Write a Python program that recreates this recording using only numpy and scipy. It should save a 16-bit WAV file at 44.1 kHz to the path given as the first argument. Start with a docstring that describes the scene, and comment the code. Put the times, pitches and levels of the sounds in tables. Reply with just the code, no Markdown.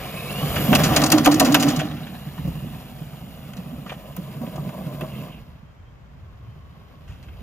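"""Four empty plastic water jugs, the wheels of a small electric car, drum, scrape, knock and slap: resonators and
coloured spectra struck by random grains. The car speeds over a lawn, crosses a paved path close by, climbs
a grassy hill, drops behind the crest and partly comes up again. Its gears whine (wavering sines) and rasp
(modulated noise); the park adds distant wash, far whistled notes and a light breeze on two microphone ports."""
import sys
import numpy as np
from scipy import signal
from scipy.fft import rfft, irfft
from scipy.io import wavfile

SR = 44100
rng = np.random.default_rng(int(sys.argv[2]) if len(sys.argv) > 2 else 0)


def output_pcm(signal):
    """Save a mono or channel-first signal as 16-bit PCM at the path in sys.argv[1].

    Samples are clipped to [-1, 1] before scaling.
    """
    pcm = np.clip(np.atleast_2d(signal).T, -1, 1) * 32767
    wavfile.write(sys.argv[1], SR, np.round(pcm).astype(np.int16))


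N = 327222
TIME_S, FREQS_HZ = np.arange(N) / SR, np.fft.rfftfreq(N, 1 / SR)

# Levels in all tables are relative, before trims and normalisation.
# jugs rolling: t/s, drumming level/dB, scraping level/dB
ROLLING = [(0, -41.5, -39.5), (0.25, -39, -39.5), (0.45, -32, -35), (0.72, -24.5, -28.5),
           (0.92, -26, -27.5), (1.1, -24, -30), (1.68, -24.5, -30.5), (1.82, -31, -41), (2.0, -40, -47),
           (2.3, -45.5, -49.5), (2.55, -39, -48), (3.0, -45, -51), (3.7, -40.5, -52.5), (4.05, -45.5, -52),
           (4.5, -36.5, -49.5), (5.22, -37.5, -49), (5.55, -47, -48), (7.42, -46.5, -47.5)]
# reference pitch of the gears: t/s, f/Hz
GEAR_PITCH = [(0, 1000), (0.06, 1190), (0.18, 1295), (0.27, 1287), (0.37, 1430), (0.5, 1560), (0.8, 1604),
              (2.1, 1414), (2.9, 1405), (5.2, 1379), (5.6, 1235), (7.05, 1225), (7.14, 1396)]
# resonances of the jug walls: f/Hz, width/Hz, level/dB
WALL_MODES = [(345, 60, -9), (400, 49, -10.5), (507.6, 170, -4), (624, 90, 0.5), (749, 62, 1.5),
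              (987.6, 55, -3), (1175, 170, -2.5)]
# high resonances of the thin plastic: f/Hz, width/Hz, level/dB
SHELL_MODES = [(1420, 250, -3), (1770, 90, -2), (2670, 65, 2), (3247, 32, -0.5), (5360, 65, 3),
               (6002, 64, 6.5), (6400, 200, 3), (7400, 70, -0.5)]
# hard landings of a jug: t/s, crack level/dB, snap level/dB, tick level/dB,
# boom lag/s, boom level/dB, boom f/Hz, wall clatter level/dB
LANDINGS = [(0.728, -4.5, -30, -41, 0.0016, -9.5, 243, -16),
            (0.7495, -7.5, -18, -19, 0.0041, -12, 208, -21.5),
            (0.9623, -4.5, -14, -29, 0.0074, -12.5, 281, -22),
            (1.118, -7.5, -13.5, -12, 0.014, -3.5, 305.4, -17),
            (1.2569, -8, -22, -15.5, 0.0089, -3, 291.3, -9.5),
            (1.397, -7.5, -14, -13, 0.014, -6.5, 268.4, -16), (1.5428, -1, -17, -11.5, 0.02, -12, 269, -23),
            (1.625, -13.5, -24, -24, 0.02, -10.5, 287.2, -41),
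            (2.376, -33, -61, -65, 0.01, -18.5, 149, -50),
            (3.5674, -37.5, -46.5, -60, 0.0112, -20.5, 180, -43),
            (4.164, -33.5, -49, -30, 0.014, -15, 179, -38), (4.462, -35, -65, -65, 0.0088, -18.5, 166, -38),
            (4.557, -34, -47.5, -58, 0.0085, -27, 139, -38),
            (5.008, -25.5, -50, -38, 0.0089, -18, 162, -31)]
CRACK_HALF_S = 0.012  # the hold of a crack is down by half here, before its rise is counted


def amp(db):
    """Decibels to gain."""
    return 10 ** (np.asarray(db) / 20)


def unit(x):
    """Scales to rms 1."""
    return x / np.sqrt(np.mean(x ** 2) + 1e-20)


def curves(rows):
    """Each column of a time table, sample by sample."""
    t_s, *columns = np.transpose(rows)
    return [np.interp(TIME_S, t_s, c) for c in columns]


def spectra(rows):
    """Each column of a frequency table, bin by bin on a log axis."""
    hz, *columns = np.transpose(rows)
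    return [np.interp(np.log(FREQS_HZ + 1), np.log(hz), c) for c in columns]


def colour(x, points):
    """Filters by a spectrum, keeping the power of white noise."""
    gain = unit(amp(spectra(points)[0]))
    return irfft(rfft(x) * gain, N)


def ring(x, modes):
    """Passes x through dying resonances, keeping the power of white noise."""
    t = TIME_S[:SR // 6]
    body = np.zeros(len(t))
    for k, (hz, width_hz, db) in enumerate(modes):
        decay = np.sqrt(width_hz) * np.exp(-np.pi * width_hz * t)
        body += (-1) ** k * amp(db) * decay * np.sin(2 * np.pi * hz * t)
    return signal.oaconvolve(x, body / np.linalg.norm(body))[:N]


def wander(rate_hz, step=32):
    """Random drift of rms 1, low-passed near rate_hz."""
    coarse_s = TIME_S[::step]
    hz = np.fft.rfftfreq(len(coarse_s), step / SR)
    noise = rfft(rng.standard_normal(len(coarse_s)))
    slow = irfft(noise / (1 + (hz / rate_hz) ** 4), len(coarse_s))
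    return unit(np.interp(TIME_S, coarse_s, slow))


def grains(per_s, spread_db):
    """Random tiny impacts of uneven size, rms 1."""
    size = amp(spread_db * np.minimum(rng.exponential(1, N), 4))
    sign = rng.choice([-1, 1], N)
    return unit(size * sign * (rng.random(N) < per_s / SR))


def add(mix, t_s, sound):
    """Mixes a sound in at t_s, or at 0 if that is negative."""
    part = mix[max(round(t_s * SR), 0):][:len(sound)]
    part += sound[:len(part)]


def burst(t, half_s, rise_s):
    """Quick rise, a short hold, then a fall around half_s."""
    return (1 - np.exp(-t / rise_s)) / (1 + (t / half_s) ** 3)


def window(start_s, rise_s, end_s, fall_s):
    """Rises from 0 to 1, holds, and falls back from end_s."""
    return np.clip((TIME_S - start_s) / rise_s, 0, 1) * np.clip(1 - (TIME_S - end_s) / fall_s, 0, 1)


def glides(rows, waver_hz):
    """Notes that swell and fade while their pitch slides, off course by waver_hz."""
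    out = np.zeros(N)
    for t_s, length_s, first_hz, last_hz, db in rows:
        u = np.linspace(0, 1, round(length_s * SR))
        hz = first_hz + (last_hz - first_hz) * u + np.interp(t_s + u * length_s, TIME_S, waver_hz)
        tone = unit(np.sin(2 * np.pi * np.cumsum(hz) / SR))
        add(out, t_s, amp(db) * np.sin(np.pi * u) * tone)
    return out


def hardness():
    """Hardness of the ground under the jugs: lawn 0, pavement 0.84."""
    # paved path: first jug on t/s, time to get on/s, first jug off t/s, time to get off/s
    path = (0.5, 0.67, 1.67, 0.53)
    return 0.84 * window(*path)


def hidden():
    """How far the car has sunk behind the crest, 0-1."""
    # crest: sinks t/s, time to sink/s, comes up t/s, time to come up/s
    crest = (5.224, 0.48, 5.94, 2.94)
    return window(*crest)


def scraping_db():
    """Scraping level, lowered by the hill's shadow."""
    return curves(ROLLING)[1] - 20 * hidden()


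def load():
    """Throttle pushes load the gears: gains of the rasp and of the whining overtones."""
    # throttle: start t/s, length/s, rasp level/dB, overtone level/dB
    pushes = [(-0.1, 0.27, -47.5, -47), (0.13, 0.45, -58, -37.5), (0.587, 1.23, -42, -43.5),
              (1.887, 0.68, -60, -56.5), (2.541, 0.37, -56.5, -59), (2.999, 1.34, -59.5, -65),
              (5.056, 0.15, -49.5, -66), (5.25, 0.11, -51, -68), (7.048, 0.35, -65, -80.5)]
    rise_s, fall_s = 0.065, 0.058
    return sum(amp(db)[:, None] * window(t_s, rise_s, t_s + length_s, fall_s)
               for t_s, length_s, *db in pushes)


def park(air_db=-53, calm_db=-50, wind_db=3.0, buffet_db=3.0, apart=0.31):
    """Coloured noise makes distant wash and gusts on the ports; gliding sines whistle far off."""
    # distant wash: f/Hz, level/dB
    air_spectrum = [(30, -9.5), (100, -11.5), (200, -14), (400, -20), (800, -20.5), (1150, -21.5),
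                    (1900, -27), (3000, -34), (4300, -43.5), (7000, -43), (12500, -72.5), (14300, -56.5),
                    (15200, -81.5)]
    # breeze: f/Hz, level/dB
    wind_spectrum = [(20, -36), (40, -11.5), (65, -4.5), (90, -8), (130, -11), (220, -34), (500, -78)]
    # gusts: peak t/s, gaussian width/s, level/dB
    breeze = [(0.0, 0.026, -37), (0.77, 0.29, -34), (1.42, 0.031, -41), (1.7, 0.27, -45),
              (2.48, 0.073, -38), (2.9, 0.34, -46.5), (5.499, 0.18, -55), (6.419, 0.16, -43.5),
              (7.11, 0.06, -41), (7.4, 0.12, -43.5)]
    # whistled notes: start t/s, length/s, first f/Hz, last f/Hz, level/dB
    whistles = [(5.64, 0.1, 3210, 3160, -72), (5.76, 0.08, 3160, 3130, -72),
                (5.84, 0.08, 3170, 3170, -69.5), (6.4, 0.22, 3090, 3060, -71),
                (6.58, 0.21, 3060, 2865, -73)]
    air = colour(rng.standard_normal((2, N)) + 0.14 * rng.standard_normal(N), air_spectrum)
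    wind = colour(rng.standard_normal(N) + apart * rng.standard_normal((2, N)), wind_spectrum)
    gust_power = sum((amp(db) * np.exp(-.5 * ((TIME_S - t_s) / width_s) ** 2)) ** 2
                     for t_s, width_s, db in breeze)
    strength = np.sqrt(amp(calm_db) ** 2 + gust_power)
    wind = unit(wind) * strength * amp(wind_db + buffet_db * np.tanh(wander(20)))
    return amp(air_db) * unit(air) + wind + glides(whistles, 18 * wander(70))


def revs(blur_hz=450):
    """The revving motor's high whine sweeps up, pitch and level smeared almost into hiss."""
    # sweeps: start t/s, length/s, first f/Hz, last f/Hz, level/dB
    sweeps = [(0.5, 0.34, 11100, 14800, -37.5), (1.98, 0.41, 10700, 14340, -64)]
    return glides(sweeps, blur_hz * wander(420)) * wander(305.6)


def rasp(rasp_db=-1, judder_db=0.5, core_hz=260, skirt_hz=750, skirt=0.69, waver=0.064):
    """Loaded gears chatter: an uneven band around twice the reference pitch, with wide skirts."""
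    pitch_hz = 2 * curves(GEAR_PITCH)[0] * (1 + waver * wander(14))
    angle = 2 * np.pi * np.cumsum(pitch_hz) / SR

    def baseband(lowpass):
        return unit(irfft(rfft(grains(2600, 1.4) * np.cos(angle)) * lowpass, N))

    core = baseband(1 / np.sqrt(1 + (FREQS_HZ / core_hz) ** 4))
    wide = baseband(1 / np.sqrt(1 + (FREQS_HZ / skirt_hz) ** 6))
    chatter = core * np.cos(angle) + skirt * wide * np.sin(angle)
    return unit(chatter) * load()[0] * amp(rasp_db + judder_db * np.tanh(wander(27)))


def gears(waver=0.014, tone_rough=0.027, overtone_rough=0.021, flutter_db=3, chatter=0.59,
          tone_db=-16, coast_db=-65, overtone_db=-1):
    """Meshing teeth whine: one tone with the scraping and coasting, more strands under load; all shake."""
    # loaded whines: multiple of the reference pitch, level/dB
    strands = [(0.8, -8), (1.72, -11), (2, -1), (2.6, -27.5), (3, -9), (4, -20), (6, -20), (8, -8.5)]
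    # coasting, gears unloaded: start t/s, rise/s, end t/s, fall/s
    coast = (6.1, 0.35, 6.9, 0.16)
    pitch_hz = curves(GEAR_PITCH)[0]

    def strand(multiple, rough):
        hz = multiple * pitch_hz * (1 + waver * wander(16) + rough * wander(311))
        flutter = amp(flutter_db * np.tanh(wander(25)))
        return unit(np.sin(2 * np.pi * np.cumsum(hz) / SR) * flutter * (1 + chatter * wander(90)))

    overtones = unit(sum(amp(db) * strand(multiple, overtone_rough) for multiple, db in strands))
    tone_gain = amp(scraping_db() + tone_db) + amp(coast_db) * window(*coast)
    return tone_gain * strand(0.9, tone_rough) + amp(overtone_db) * load()[1] * overtones


def shell(x, ringing=0.054):
    """A sharp blow is heard directly and through the short ring of the thin plastic."""
    return x + ringing * ring(x, SHELL_MODES)


def hollow(x, ringing):
    """What shakes a jug is heard directly and through the lasting ring of the air inside."""
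    # air resonances: f/Hz, width/Hz, level/dB
    cavity_modes = [(649, 27, -5), (779, 22, -3), (800, 8.8, -2), (1114, 16, -0.5), (1430, 40, -8.5),
                    (1817, 24, 5), (2180, 50, -9.5), (2690, 60, -9)]
    return x + ringing * ring(x, cavity_modes)


def verge(db=-51, clump_db=3):
    """Dry stalks and dirt beside the path snap in clumps as the jugs leave it."""
    # verge: start t/s, rise/s, end t/s, fall/s
    verge_window = (1.6, 0.098, 1.72, 1.05)
    # stalks: f/Hz, level/dB
    stalk_spectrum = [(1300, 0), (1750, 18), (2500, -24), (3400, 1), (3900, 19), (4700, -15), (6500, -33),
                      (9000, -30.5)]
    snaps = colour(grains(500, 3.2), stalk_spectrum)
    return amp(db + clump_db * wander(30)) * window(*verge_window) * snaps


def scuffs(db=-46, lurch_db=2.5):
    """Rough ground high on the hill keeps the jug walls grumbling: dense low-coloured grains."""
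    # rough ground: start t/s, rise/s, end t/s, fall/s
    rough_ground = (2.92, 1.72, 5.3, 0.06)
    # scuffed walls: f/Hz, level/dB
    scuff_spectrum = [(190, -8), (285, -0.5), (400, -11), (520, -4.5), (630, 6), (820, -12), (1030, -1.5),
                      (1300, -27), (2500, -42.5)]
    grumble = colour(grains(1400, 1.0), scuff_spectrum)
    return amp(db + lurch_db * wander(15)) * window(*rough_ground) * grumble


def ticks(tick_db=0.0, half_s=0.0051):
    """A crease flips in the thin wall: almost all of it is high treble."""
    # flips: f/Hz, level/dB
    tick_spectrum = [(5000, -22.5), (9000, -4.5), (12000, -3.5), (14500, -1), (16000, -23.5)]
    t, flips = TIME_S[:SR // 16], np.zeros(N)
    for t_s, _, _, db, *_ in LANDINGS:
        add(flips, t_s, amp(db + tick_db) * burst(t, half_s, 0.0024))
    return colour(flips * grains(13000, 1.0), tick_spectrum)


def knocks(knock_db=0.0, detune=0.015, reach_octaves=0.45, decay_s=0.008):
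    """A stone or clod sets the wall's modes ringing together; each spot is tuned a little differently."""
    # knocks: t/s, level/dB, strongest f/Hz
    blows = [(0.73, -8.5, 760), (1.259, -10, 1010), (1.415, -7, 690), (1.548, -13, 1100), (1.705, -20, 696),
             (1.815, -16.5, 650), (2.38, -36, 950), (2.487, -33, 380), (2.642, -30.5, 380),
             (3.486, -37, 647), (3.864, -31.5, 1060), (3.92, -25.5, 654), (4.042, -36, 600),
             (4.434, -26, 517), (4.474, -28, 650), (4.555, -32, 850), (4.58, -30.5, 910), (4.694, -34, 860),
             (4.78, -28, 615), (4.81, -28, 568), (5.009, -29.5, 1000), (5.021, -22, 298),
             (5.036, -27.5, 450)]
    t, out = TIME_S[:SR // 12], np.zeros(N)
    hz, _, db = np.transpose(WALL_MODES + SHELL_MODES)[:, :, None]
    for t_s, level_db, strongest_hz in blows:
        weight = amp(db) * np.exp(-.5 * (np.log2(hz / strongest_hz) / reach_octaves) ** 2)
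        tuning, side = rng.uniform(-1, 1, (2, len(hz), 1))
        modes = np.sign(side) * weight * np.sin(2 * np.pi * hz * (1 + detune * tuning) * t)
        knock = np.exp(-t / decay_s) * modes.sum(0) / np.linalg.norm(weight)
        add(out, t_s, amp(level_db + knock_db) * knock)
    return out


def small_creases(per_s=12, lawn_db=-9, crack_db=1.5, snap_db=-10.5, spread_db=6.5):
    """Walls flex at random, harder on pavement: rows of t/s, crack level/dB, snap level/dB, half time/s."""
    count = int(per_s * N / SR)
    place, size = rng.random((count, 2)).T
    at = ((np.arange(count) + place) / count * (N - 1)).astype(int)
    ground_db = (scraping_db() + lawn_db * (1 - hardness()))[at]
    level_db = ground_db + spread_db * (2 * size - 1)
    return [(t_s, db + crack_db, db + snap_db, CRACK_HALF_S) for t_s, db in zip(TIME_S[at], level_db)]


def slaps(crack_db=-8, snap_db=1):
    """A buckling wall gives milliseconds of dense crackle; the bright snap rises before the duller crack."""
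    # buckling without a bounce: t/s, crack level/dB, snap level/dB, half time/s
    creases = [(0.558, -17.5, -38, 0.023), (0.835, -10.5, -19.5, 0.013), (0.85, -19, -32, 0.023),
               (1.015, -16.5, -27, 0.01), (1.037, -15, -18.5, 0.0089), (1.06, -17.5, -20.5, 0.011),
               (1.101, -12.5, -20, 0.0051), (1.179, -13.5, -21.5, 0.0092), (1.246, -14.5, -23.5, 0.012),
               (1.273, -8.5, -32, 0.0052), (1.314, -26.5, -26, 0.017), (1.342, -35.5, -22.5, 0.0066),
               (1.447, -18.5, -25, 0.023), (1.521, -20, -24, 0.0095), (1.598, -22.5, -25, 0.02),
               (1.681, -22, -28, 0.027), (1.762, -36, -30.5, 0.01), (1.791, -17.5, -35.5, 0.022),
               (1.912, -29, -54, 0.012), (1.963, -34.5, -59, 0.041), (2.065, -33, -54, 0.021),
               (3.533, -32, -49, 0.007), (3.861, -37.5, -57, 0.041), (3.894, -24.5, -54, 0.015),
               (3.919, -36, -55, 0.017), (4.69, -33, -52, 0.01), (7.077, -45.5, -63, 0.076),
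               (7.227, -44.5, -58, 0.019), (7.283, -40.5, -68, 0.012)]
    # crack: f/Hz, level/dB
    crack_spectrum = [(300, -14.5), (750, 4.5), (1200, -1), (1460, 7.5), (1680, 3), (1850, 2.5), (2200, 0),
                      (2700, 6), (3400, 2), (4500, -20.5), (9000, -34)]
    # snap: f/Hz, level/dB
    snap_spectrum = [(2000, -66), (4000, 5.5), (5400, 1), (7000, 2.5), (9500, -1), (11500, -13),
                     (14000, -11), (16000, -25)]
    t, crack, snap = TIME_S[:SR // 8], np.zeros(N), np.zeros(N)
    landings = [(t_s, low_db, high_db, CRACK_HALF_S) for t_s, low_db, high_db, *_ in LANDINGS]
    for t_s, low_db, high_db, half_s in landings + creases + small_creases():
        add(crack, t_s, amp(low_db + crack_db) * burst(t, half_s, 0.0023))
        add(snap, t_s, amp(high_db + snap_db) * burst(t, half_s, 0.00069))
    dull = colour(crack * grains(6000, 0.75), crack_spectrum)
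    bright = colour(snap * grains(3700, 1.0), snap_spectrum)
    return shell(dull + bright)


def booms(boom_db=-3, clatter_db=0, thud_db=-17, soft_half_s=0.019, hard_half_s=0.042,
          clatter_share=0.69, clatter_rise_s=0.006):
    """A bouncing jug's wall modes clatter; it thuds and booms at its lowest mode, after a lag if it landed hard."""
    # bounces without a crack: t/s, boom level/dB, boom f/Hz, wall clatter level/dB
    bumps = [(0.422, -9, 150, -25), (0.684, -7, 206, -56), (0.709, -5.5, 261, -36), (0.8, -10.5, 164, -40),
             (0.895, -18, 190, -20), (1.019, -19, 269, -22), (1.35, -13, 309, -36),
             (1.429, -12.5, 278, -48), (1.465, -11, 249, -23), (1.714, -14.5, 245, -28),
             (1.775, -13.5, 154, -34), (1.895, -22.5, 150, -39), (2.069, -27.5, 150.5, -57),
             (2.264, -19, 143.7, -67), (2.443, -13.5, 156.2, -59), (2.471, -11.5, 158, -44),
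             (2.548, -17, 152, -55), (2.639, -31, 194, -55), (3.009, -19.5, 152, -47),
             (3.128, -26, 157.5, -43), (3.481, -30, 170, -55), (3.655, -22.5, 169, -43),
             (3.723, -22, 239, -42), (3.775, -18.5, 156, -43), (3.916, -44, 144, -35),
             (4.04, -29, 205, -57), (4.409, -14.5, 237, -41), (4.431, -22, 235, -45),
             (4.576, -20, 140, -34), (4.779, -32, 180, -37), (4.805, -23.5, 188, -42),
             (4.862, -15.5, 159, -36), (5.033, -27, 199, -28), (5.188, -36, 162, -45),
             (5.272, -40, 162.7, -42), (6.549, -36.5, 147, -48)]
    # dented jug's thud: f/Hz, level/dB
    thud_spectrum = [(130, -18.5), (210, 1), (270, 7.5), (400, -12.5), (560, -4.5), (900, -32), (2000, -36)]
    t, tone, dent, push = TIME_S[:SR // 4], np.zeros(N), np.zeros(N), np.zeros(N)
    hard = hardness()
    landings = [(t_s, *rest) for t_s, _, _, _, *rest in LANDINGS]
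    for t_s, lag_s, db, hz, wall_db in landings + [(t_s, 0, *rest) for t_s, *rest in bumps]:
        half_s = soft_half_s + (hard_half_s - soft_half_s) * np.interp(t_s, TIME_S, hard)
        blow = amp(db) * burst(t, half_s, 0.0059)
        add(tone, t_s + lag_s, blow * np.sin(2 * np.pi * hz * t))
        add(dent, t_s + lag_s, blow)
        add(push, t_s, amp(wall_db + clatter_db) * burst(t, clatter_share * half_s, clatter_rise_s))
    clatter = ring(push * grains(1600, 0.73), WALL_MODES)
    clatter = signal.sosfilt(signal.butter(2, 1800, fs=SR, output="sos"), clatter)
    thud = colour(dent * grains(3300, 0.74), thud_spectrum)
    body = amp(boom_db) * tone + amp(thud_db) * thud
    # the booms keep no deep rumble below about 95 Hz
    return signal.sosfilt(signal.butter(3, 95, "high", fs=SR, output="sos"), body) + clatter


def rolling(drum_db=4.5, turf_db=2, pavement_db=2, rattle_db=-3, hiss_db=-3.0, lurch_db=1.05,
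            hard_lurch_db=1.5, bare_hiss_db=-10, hiss_db_per_octave=6, drum_lurch_db=2):
    """Bumps drum the hollow jugs; grit and grass blades scrape along their walls."""
    # jug resonances on lawn: f/Hz, width/Hz, level/dB
    soft_modes = [(140.8, 30, -4), (215, 128, -2), (252.9, 43, -6)]
    # jug resonances on pavement: f/Hz, width/Hz, level/dB
    hard_modes = [(143.6, 27, -12), (239.4, 14, 0), (299, 20, 4.5)]
    # grass blades: f/Hz, level/dB
    turf_spectrum = [(150, -18.5), (330, 1), (470, 2.5), (680, 2), (900, -5), (1250, -6.5), (1900, -9),
                     (2850, -5.5), (3800, -9.5), (5300, -16), (7500, -33), (10000, -27), (12000, -23.5),
                     (14700, -25), (15500, -41.5)]
    # grit: f/Hz, level/dB
    grit_spectrum = [(150, -33.5), (380, 3.5), (560, 8.5), (700, 10.5), (790, 11.5), (920, -9), (1170, 3.5),
                     (1600, -2.5), (1850, 0.5), (2200, -5.5), (2800, -11), (4300, -7), (6500, -12),
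                     (9000, -27), (12000, -18.5)]
    # blade hiss: f/Hz, level/dB
    hiss_spectrum = [(3000, -32), (7000, -0.5), (9500, 5), (12500, -4.5), (14000, 7.5), (14800, 1.5),
                     (15400, -17.5)]
    scrape, hard, shadow = scraping_db(), hardness(), hidden()
    drum = curves(ROLLING)[0] - 12.5 * shadow
    speed = curves(GEAR_PITCH)[0]
    # more hiss at speed, less on pavement and behind the hill
    hiss = scrape + hiss_db_per_octave * np.log2(speed / speed.mean()) + bare_hiss_db * hard - 13 * shadow
    on_hard, on_soft = np.sqrt(hard), np.sqrt(1 - hard)
    lurch = (lurch_db + hard_lurch_db * hard) * wander(21)  # jugs press and lift unevenly
    bumps = grains(900, 1.9)
    body = on_soft * ring(bumps, soft_modes) + on_hard * ring(bumps, hard_modes)
    body = signal.sosfilt(signal.butter(2, [100, 480], "band", fs=SR, output="sos"), body)
    blades = amp(turf_db) * on_soft * colour(grains(5000, 2.2), turf_spectrum)
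    gritty = np.sqrt(hard + 0.036)  # the lawn has a little gritty bare soil
    grit = amp(pavement_db) * gritty * unit(shell(colour(grains(2200, 3.2), grit_spectrum)))
    rattle = amp(rattle_db) * ring(grains(140, 0.41), WALL_MODES)  # single knocks on the thin walls
    swish = amp(hiss + hiss_db + .5 * lurch) * colour(grains(29000, 1.1), hiss_spectrum)
    drumming = amp(drum + drum_db + drum_lurch_db * wander(18)) * body
    return drumming + amp(scrape + lurch) * (blades + grit + rattle) + swish


def ground_echo(x, lawn_strength=0.23):
    """The bounce off the ground combs the sound at a moving delay, less over pavement."""
    # extra path of the echo: t/s, delay/ms
    echo = [(0, 1.68), (1.7, 1.86), (2.3, 0.91), (3.6, 1.51), (4.3, 1.826), (7.42, 1.87)]
    delay_s = curves(echo)[0] / 1000
    strength = lawn_strength * (1 - hardness())
    soft = signal.sosfilt(signal.butter(1, 5000, fs=SR, output="sos"), x)  # turf swallows the treble
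    bounce = np.interp(TIME_S - delay_s, TIME_S, soft)
    return (x + strength * bounce) / np.sqrt(1 + strength ** 2)


def ports(x, size=128):
    """Two ports hear the car with phase and level offsets, plus diffuse scatter that differs between them."""
    # port pair: f/Hz, left lead/rad, likeness 0-1, left minus right level/dB
    port_pair = [(60, 0, .99, -1.2), (130, .08, .995, -2.2), (280, .26, .99, -2.7), (850, .7, .93, 1.2),
                 (1450, .5, .84, 4), (1900, -.2, .88, 1), (2900, 1.3, .88, -3.6), (3800, 2.4, .62, -1.8),
                 (5000, 4.9, .5, 3), (6000, 5.3, .7, 1), (7000, 5.4, .7, 5), (7700, 3.4, .88, 3.5),
                 (8500, 3.15, .95, 0), (9400, 3, .94, 0), (10200, 2.6, .85, 0), (10900, .1, .98, 0),
                 (12000, 0, .99, 0)]
    lead_rad, like, balance_db = spectra(port_pair)
    sound, noise = signal.stft([x, rng.standard_normal(N)], nperseg=size)[2]
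    scatter = signal.istft(abs(sound) * noise / noise.std(), nperseg=size)[1][:N]
    shared = np.sqrt((1 + like) / 2) * rfft(x)
    apart = np.sqrt((1 - like) / 2) * rfft(scatter)
    tilt = amp(balance_db / 2) * np.exp(.5j * lead_rad)
    return irfft(np.array([(shared + apart) * tilt, (shared - apart) / tilt]), N)


def scene():
    """The car with its ground echo, in the open park."""
    rubbing = hollow(rolling() + scuffs(), ringing=0.013)
    blows = hollow(slaps() + booms() + knocks(), ringing=0.082)
    jugs = rubbing + blows + ticks() + verge()
    return ports(ground_echo(jugs + gears() + rasp() + revs())) + park()


def record(dry):
    """A bass cut, soft overload of the loudest peaks, then the band limit."""
    lean = signal.sosfilt(signal.butter(2, 32, "high", fs=SR, output="sos"), dry)
    limited = lean / (1 + (lean / .95) ** 6) ** (1 / 6)
    lowpass = signal.firwin(511, 15900, window=("kaiser", 9), fs=SR)
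    return signal.oaconvolve(limited, lowpass[None], "same")


dry = scene()
out = record(dry)
output_pcm(out)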